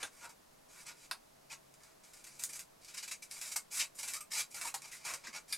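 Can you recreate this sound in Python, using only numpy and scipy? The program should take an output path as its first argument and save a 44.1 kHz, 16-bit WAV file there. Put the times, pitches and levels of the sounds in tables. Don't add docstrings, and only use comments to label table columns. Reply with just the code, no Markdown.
import sys
import numpy as np
from scipy import signal
from scipy.fft import rfft, irfft, next_fast_len
from scipy.io import wavfile
from scipy.ndimage import uniform_filter1d

SR = 44100
rng = np.random.default_rng(int(sys.argv[2]) if len(sys.argv) > 2 else 0)


def to_wav(sig):
    pcm = np.clip(np.atleast_2d(sig), -1, 1) * 32767
    pcm = np.round(pcm).astype(np.int16)
    wavfile.write(sys.argv[1], SR, pcm.T)


N = 245839
TIME = np.arange(N) / SR
FFT_SIZE = next_fast_len(N + SR // 2, real=True)
HZ = np.maximum(np.arange(FFT_SIZE // 2 + 1) * SR / FFT_SIZE, 1)

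# frequency_hz, gain_db
HISS_TONE = [(20, 1), (45, -5), (100, -7.5), (200, -3), (350, -5.5), (480, -6.5), (700, -6), (1000, -6.5),
             (1600, -11), (3200, -15), (5000, -13.5), (8500, -15), (12000, -16.5), (15500, -24)]
# frequency_hz, side_db
HISS_STEREO = [(30, -13), (120, -9), (300, 2), (600, 8), (1200, -0.5), (3000, -2.5), (6000, -5.5),
               (9000, -13), (15000, -18)]
# pitch_hz, width_hz, level_db
ROOM_HUM = [(140, 5.2, -82), (170, 9.9, -87.5), (643, 45, -82)]
# start_s, peak_s, end_s, level_db, low_db, high_db
RUBS = [(0, 0.006, 0.074, -46, 9.5, -4), (0.11, 0.192, 0.21, -61, 8, 2),
        (0.207, 0.259, 0.26, -49.5, 12, -1.5), (0.687, 0.813, 0.84, -55.5, 6, 1),
        (0.854, 0.886, 0.92, -46, 4, -6.5), (0.948, 1.05, 1.07, -56.5, -5, -3),
        (1.499, 1.529, 1.541, -41.5, 1.5, -7.5), (1.793, 1.833, 1.93, -63.5, 10, -2),
        (3.792, 3.805, 3.816, -25.5, -11, -8), (3.81, 3.818, 3.85, -40, 3.5, 0),
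        (3.947, 3.944, 4.13, -62, -5, 11), (4.503, 4.511, 4.57, -57.5, -8, 7),
        (4.686, 5.0, 5.33, -58, 2.5, -4.5), (4.836, 4.865, 4.86, -46, 5, -5),
        (4.914, 4.915, 4.975, -50, -3, 2), (5.238, 5.24, 5.3, -46, 5, -15),
        (5.329, 5.359, 5.385, -40.5, 6, -6), (5.48, 5.533, 5.56, -47.5, 0.5, 1.5)]
# frequency_hz, gain_db
PAPER_TONE = [(150, -20.5), (400, -22.5), (560, -10.5), (770, -14), (980, -5.5), (1500, -5.5), (2000, -3.5),
              (3100, -6.5), (4300, -9.5), (4900, 0), (7500, 2), (10000, -2.5), (12200, -7), (16000, -25)]
# pitch_hz, width_hz, gain_db
SHEET_RESONANCES = [(840, 100, 5), (1433, 29, 8.5), (2323, 340, 9), (2600, 84, 3.5), (3973, 600, 8.5),
                    (4640, 210, 5), (4900, 74, -1), (8760, 470, 1.5)]
# start_s, level_db, pitch_hz
NUDGES = [(0.028, -53, 575), (0.034, -60, 182), (1.113, -62, 420), (4.745, -68, 298), (5.118, -67, 260),
          (5.278, -60, 308), (5.358, -67, 160)]
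# (pitch_hz, width_hz, gain_db)
SNAPS = [(0.0285, -33.5, 0.0064, [(557, 144, -2), (1470, 730, 1.5), (2760, 300, -3.5), (3670, 1050, -2),
         (6460, 980, -7), (9300, 580, -3)]), (1.1117, -29, 0.0029, [(913, 300, 6), (1470, 550, 6),
         (2510, 540, 0.5), (3900, 1500, 1.5), (4840, 1000, 4.5), (8700, 1300, -2), (10900, 2100, -4.5)]),
         (2.437, -26, 0.0021, [(3870, 1000, -11), (7600, 4800, -2), (13500, 2600, -24)]),
         (3.5595, -31.5, 0.0098, [(915, 370, -8.5), (1400, 380, -7), (2160, 320, -6), (5300, 2300, -10),
         (8150, 2500, -4.5), (11700, 700, -10)]), (4.2060, -42, 0.0082, [(1244, 124, -0.5),
         (2460, 470, -9.5), (8300, 640, -2), (12600, 800, -10)]), (4.7408, -34, 0.0094, [(867, 150, 3),
         (1350, 2700, -13), (4400, 1800, -10.5), (7200, 1800, -9), (9200, 2500, -9), (12900, 600, -12)]),
         (5.2690, -42, 0.0061, [(1120, 270, -3), (1810, 590, 3), (6000, 3100, -5)]),
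         (5.5250, -31, 0.0089, [(1760, 780, -6.5), (2320, 190, 3.5), (3640, 710, -2), (4850, 770, 2),
         (9470, 740, 2), (11200, 2000, -9.5)])]
# start_s, length_s, level_db, pitch_hz, width_hz
FLAPS = [(0.232, 0.052, -56.5, 890, 170), (0.242, 0.041, -58.5, 1360, 220), (1.502, 0.0062, -48, 2470, 200),
         (3.802, 0.0085, -36.5, 2700, 600), (4.147, 0.025, -51.5, 1250, 180),
         (4.637, 0.033, -48.5, 950, 264), (4.676, 0.0046, -45, 2620, 250), (4.922, 0.019, -54, 2000, 320),
         (5.089, 0.072, -60, 585, 190), (5.094, 0.0052, -45, 1080, 300)]
# time_s, surge_db, crack_db
SLIPS = [(0.293, -54, -56), (0.866, -51.5, -40), (1.740, -74, -47.5), (1.835, -67, -46), (2.037, -57, -60),
         (2.135, -55, -45), (2.167, -60, -54), (2.242, -53.5, -40.5), (2.267, -52.5, -57),
         (2.395, -46.5, -49), (2.421, -50.5, -55), (2.493, -48, -58), (2.53, -47, -56), (2.555, -47.5, -50),
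         (2.593, -47, -32), (2.847, -57, -42.5), (2.880, -50.5, -57), (2.942, -43, -64), (2.974, -38, -54),
         (3.028, -39.5, -47), (3.078, -42.5, -39), (3.113, -36.5, -45), (3.224, -46, -55),
         (3.312, -48.5, -32.5), (3.412, -42, -56), (3.517, -42, -46), (3.564, -58, -26), (3.988, -42, -48),
         (4.031, -43.5, -30), (4.078, -40.5, -37), (4.136, -40.5, -28), (4.160, -52, -50),
         (4.545, -46, -35.5), (4.613, -43.5, -32), (4.649, -43.5, -39), (4.675, -43, -33),
         (4.82, -53, -38.5), (4.877, -54.5, -49), (5.050, -43.5, -36), (5.138, -45, -29)]
# start_s, end_s, level_db, rise_db, low_db, high_db
CUTS = [(2.044, 2.38, -63.5, 6, 2, 1), (2.386, 2.564, -57, -10, 2, 5.5), (2.816, 3.133, -53.5, 3, -4, -3.5),
        (3.3, 3.53, -49.5, 8, 0.5, 3), (3.712, 3.797, -42.5, 11, -0.5, 4.5), (3.977, 4.169, -47, 4, 2.5, 3),
        (4.312, 4.411, -36.5, 7, -1, -1), (4.552, 4.675, -45, 9, 7, 3), (5.043, 5.146, -42, 2.5, 8, -1)]
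# delay_s, gain_db
NEAR_ECHOES = [(.0004, -20), (.0068, -20.5)]
# frequency_hz, side_db
ROOM_STEREO = [(100, -40), (300, 0), (500, -9), (750, -14), (1200, -16), (2000, -13.5), (3300, -20),
               (5500, -20), (7500, -17), (9300, -10.5), (11500, -13), (15000, -42)]

BREAK_LOOSE_S = 0.0066


def from_db(db):
    return 10 ** (np.asarray(db) / 20)


def unit_power(x):
    return x / np.sqrt(np.mean(np.abs(x) ** 2) + 1e-20)


def gain_curve(points):
    hz, db = np.transpose(points)
    return from_db(np.interp(np.log(HZ), np.log(hz), db))


def resonance(pitch_hz, width_hz):
    return 1 / (1 + 1j * (HZ ** 2 - pitch_hz ** 2) / (HZ * width_hz))


def causal_filter(gain):
    cepstrum = irfft(np.log(gain + 1e-9), FFT_SIZE)
    cepstrum[1:FFT_SIZE // 2] *= 2
    cepstrum[FFT_SIZE // 2 + 1:] = 0
    return np.exp(rfft(cepstrum))


def filtered(sound, response):
    return irfft(rfft(sound, FFT_SIZE) * response, FFT_SIZE)[..., :N]


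def even_tone(noise, span_hz):
    spectrum = rfft(noise, 2 * len(noise))
    span_bins = max(3, int(span_hz * 2 * len(noise) / SR))
    smooth_power = uniform_filter1d(np.abs(spectrum) ** 2, size=span_bins)
    flat = irfft(spectrum / np.sqrt(smooth_power + 1e-12))[:len(noise)]
    return flat / np.sqrt(np.sum(flat ** 2))


def burst(start_s, length_s):
    age = np.arange(SR // 8) / SR
    swell = (age / length_s) ** 0.18 * np.exp(-(age / length_s) ** 2)
    clicks = even_tone(rng.standard_normal(len(age)) * swell, span_hz=400)
    out = np.zeros(N + len(age))
    at = int(np.clip(start_s * SR, 0, N))
    out[at:at + len(age)] = clicks * np.sqrt(length_s * SR)
    return out[:N]


def room_air(hiss_db=-66):
    hiss = from_db(hiss_db) * unit_power(gain_curve(HISS_TONE))
    hum = sum(from_db(db) * unit_power(resonance(hz, width) ** 2) for hz, width, db in ROOM_HUM)
    mid = filtered(rng.standard_normal(N), np.hypot(hiss, np.abs(hum)))
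    side = filtered(rng.standard_normal(N), hiss * gain_curve(HISS_STEREO))
    return np.array([mid + side, mid - side])


def pressure(times, levels_db, attack_s, release_s):
    start, end = times[0], max(times[-1], times[0] + attack_s)
    corners = [start - attack_s / 2, start + attack_s / 2, end, end + release_s]
    force = np.interp(TIME, corners, [0, 1, 1, 0])
    touching = force > 0
    force[touching] *= from_db(np.interp(TIME[touching], times, levels_db))
    return force


def rub_force(swell_db=8.5):
    force = np.zeros((3, N))
    for start, peak, end, db, low_db, high_db in RUBS:
        levels_db = [db - swell_db, db, db - swell_db]
        touch = pressure([start, peak, end], levels_db, attack_s=0.0082, release_s=0.0042)
        force += from_db([[low_db], [0], [high_db]]) * touch
    return force


def breaking_grit(force, grains_per_s=11000, flex_hz=1840, splinter_hz=6270):
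    sizes = from_db(3.5 * np.minimum(rng.exponential(1, N), 4)) * rng.choice([-1, 1], N)
    breaks = rng.random(N) < grains_per_s / SR
    judder = np.interp(TIME * 200, np.arange(N), rng.standard_normal(N))
    clicks = sizes * breaks * from_db(1.5 * unit_power(judder))
    local_level = np.sqrt(np.abs(uniform_filter1d(clicks ** 2, size=700)) + 1e-6)
    grains = unit_power(clicks / local_level)
    low = 1 / (1 + (HZ / flex_hz) ** 6)
    high = 1 - 1 / (1 + (HZ / splinter_hz) ** 6)
    bands = np.array([low, 1 - low - high, high])
    return filtered(force * grains, bands).sum(axis=0)


def paper_filter():
    gain = gain_curve(PAPER_TONE)
    for hz, width, db in SHEET_RESONANCES:
        gain *= from_db(db * np.abs(resonance(hz, width)) ** 2)
    return causal_filter(unit_power(gain))


def bench_nudges(length_s=0.013, width_hz=350):
    return sum(from_db(db) * filtered(burst(start, length_s), unit_power(resonance(hz, width_hz) ** 2))
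               for start, db, hz in NUDGES)


def snaps():
    crackle = from_db(-15) * gain_curve(PAPER_TONE)
    out = np.zeros(N)
    for start, level_db, length, resonances in SNAPS:
        ring_power = sum((from_db(db) * np.abs(resonance(hz, width)) ** 2) ** 2
                         for hz, width, db in resonances)
        tone = unit_power(np.sqrt(ring_power + crackle ** 2))
        out += from_db(level_db) * filtered(burst(start, length), causal_filter(tone))
    return out


def flap_hums():
    return sum(from_db(db) * filtered(burst(start, length), unit_power(resonance(hz, width) ** 2))
               for start, length, db, hz, width in FLAPS)


def slip_surges(lead_s=0.0047, hold_s=0.0028, fall_db_per_s=688):
    age = TIME[:SR // 8]
    rise = np.minimum(age / BREAK_LOOSE_S, 1)
    fall = from_db(-fall_db_per_s * np.maximum(age - BREAK_LOOSE_S - hold_s, 0))
    out = np.zeros(N + len(age))
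    for time_s, surge_db, _ in SLIPS:
        at = int((time_s - lead_s) * SR)
        out[at:at + len(age)] += from_db(surge_db) * rise * fall
    return out[:N]


def grain_cracks(random_per_s=12, length_s=0.0013, gain_db=-2.5, low_cut_hz=3100):
    cracks = [(time_s, crack_db) for time_s, _, crack_db in SLIPS]
    for start, end, db, rise_db, _, _ in CUTS:
        count = round(random_per_s * (end - start))
        for progress, softness in rng.random((count, 2)):
            cut_db = db + rise_db * (progress - 0.5)
            cracks.append((start + progress * (end - start), cut_db + 4 - 6 * softness))
    ticks = sum(from_db(db + gain_db) * burst(time_s, length_s) for time_s, db in cracks)
    return signal.sosfilt(signal.butter(1, low_cut_hz, "high", fs=SR, output="sos"), ticks)


def sticking(stick_s=0.016, dip_db=6):
    caught = sum(np.interp(TIME, [t - 2 * stick_s, t - stick_s, t, t + BREAK_LOOSE_S], [0, 1, 1, 0])
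                 for t, _, _ in SLIPS)
    return from_db(-dip_db * np.minimum(caught, 1))


def blade_force():
    closing = np.zeros(N)
    tone_points = []
    for start, end, db, rise_db, low_db, high_db in CUTS:
        levels_db = [db - rise_db / 2, db + rise_db / 2]
        closing += pressure([start, end], levels_db, attack_s=0.017, release_s=0.0029)
        tone_points += [(start, low_db, high_db), (end, low_db, high_db)]
    times, lows_db, highs_db = np.transpose(tone_points)
    bands_db = [np.interp(TIME, times, lows_db), np.zeros(N), np.interp(TIME, times, highs_db)]
    return np.hypot(closing * sticking(), slip_surges()) * from_db(bands_db)


def echo_filter(build_s=0.00017, fade_60_db_s=0.12):
    age = TIME[:SR // 4]
    shape = from_db(-60 * age / fade_60_db_s) * (1 - np.exp(-age / build_s))
    echoes = rng.standard_normal(len(age)) * shape
    return rfft(even_tone(echoes, span_hz=254), FFT_SIZE)


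def workshop(sound, sway_hz=6.0, tail_over_near_db=1):
    echoes = sum(from_db(db) * np.exp(-2j * np.pi * HZ * delay) for delay, db in NEAR_ECHOES)
    near = filtered(sound, unit_power(1 + echoes))
    sway = 2 * np.pi * sway_hz * TIME
    tail = filtered(sound * np.cos(sway), echo_filter())
    tail += filtered(sound * np.sin(sway), echo_filter())
    tail_gain = from_db(tail_over_near_db)
    mid = (near + tail_gain * tail) / np.hypot(1, tail_gain)
    side = filtered(sound, from_db(-1) * echo_filter() * gain_curve(ROOM_STEREO))
    return np.array([mid + side, mid - side])


def scene():
    force = np.hypot(rub_force(), blade_force())
    crunch = breaking_grit(force) + grain_cracks()
    sheet = filtered(crunch, paper_filter()) + snaps() + flap_hums()
    return workshop(sheet + bench_nudges()) + room_air()


def record(dry):
    return signal.sosfilt(signal.ellip(10, 0.1, 80, 15900, fs=SR, output="sos"), dry)


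dry = scene()
out = record(dry)
to_wav(out)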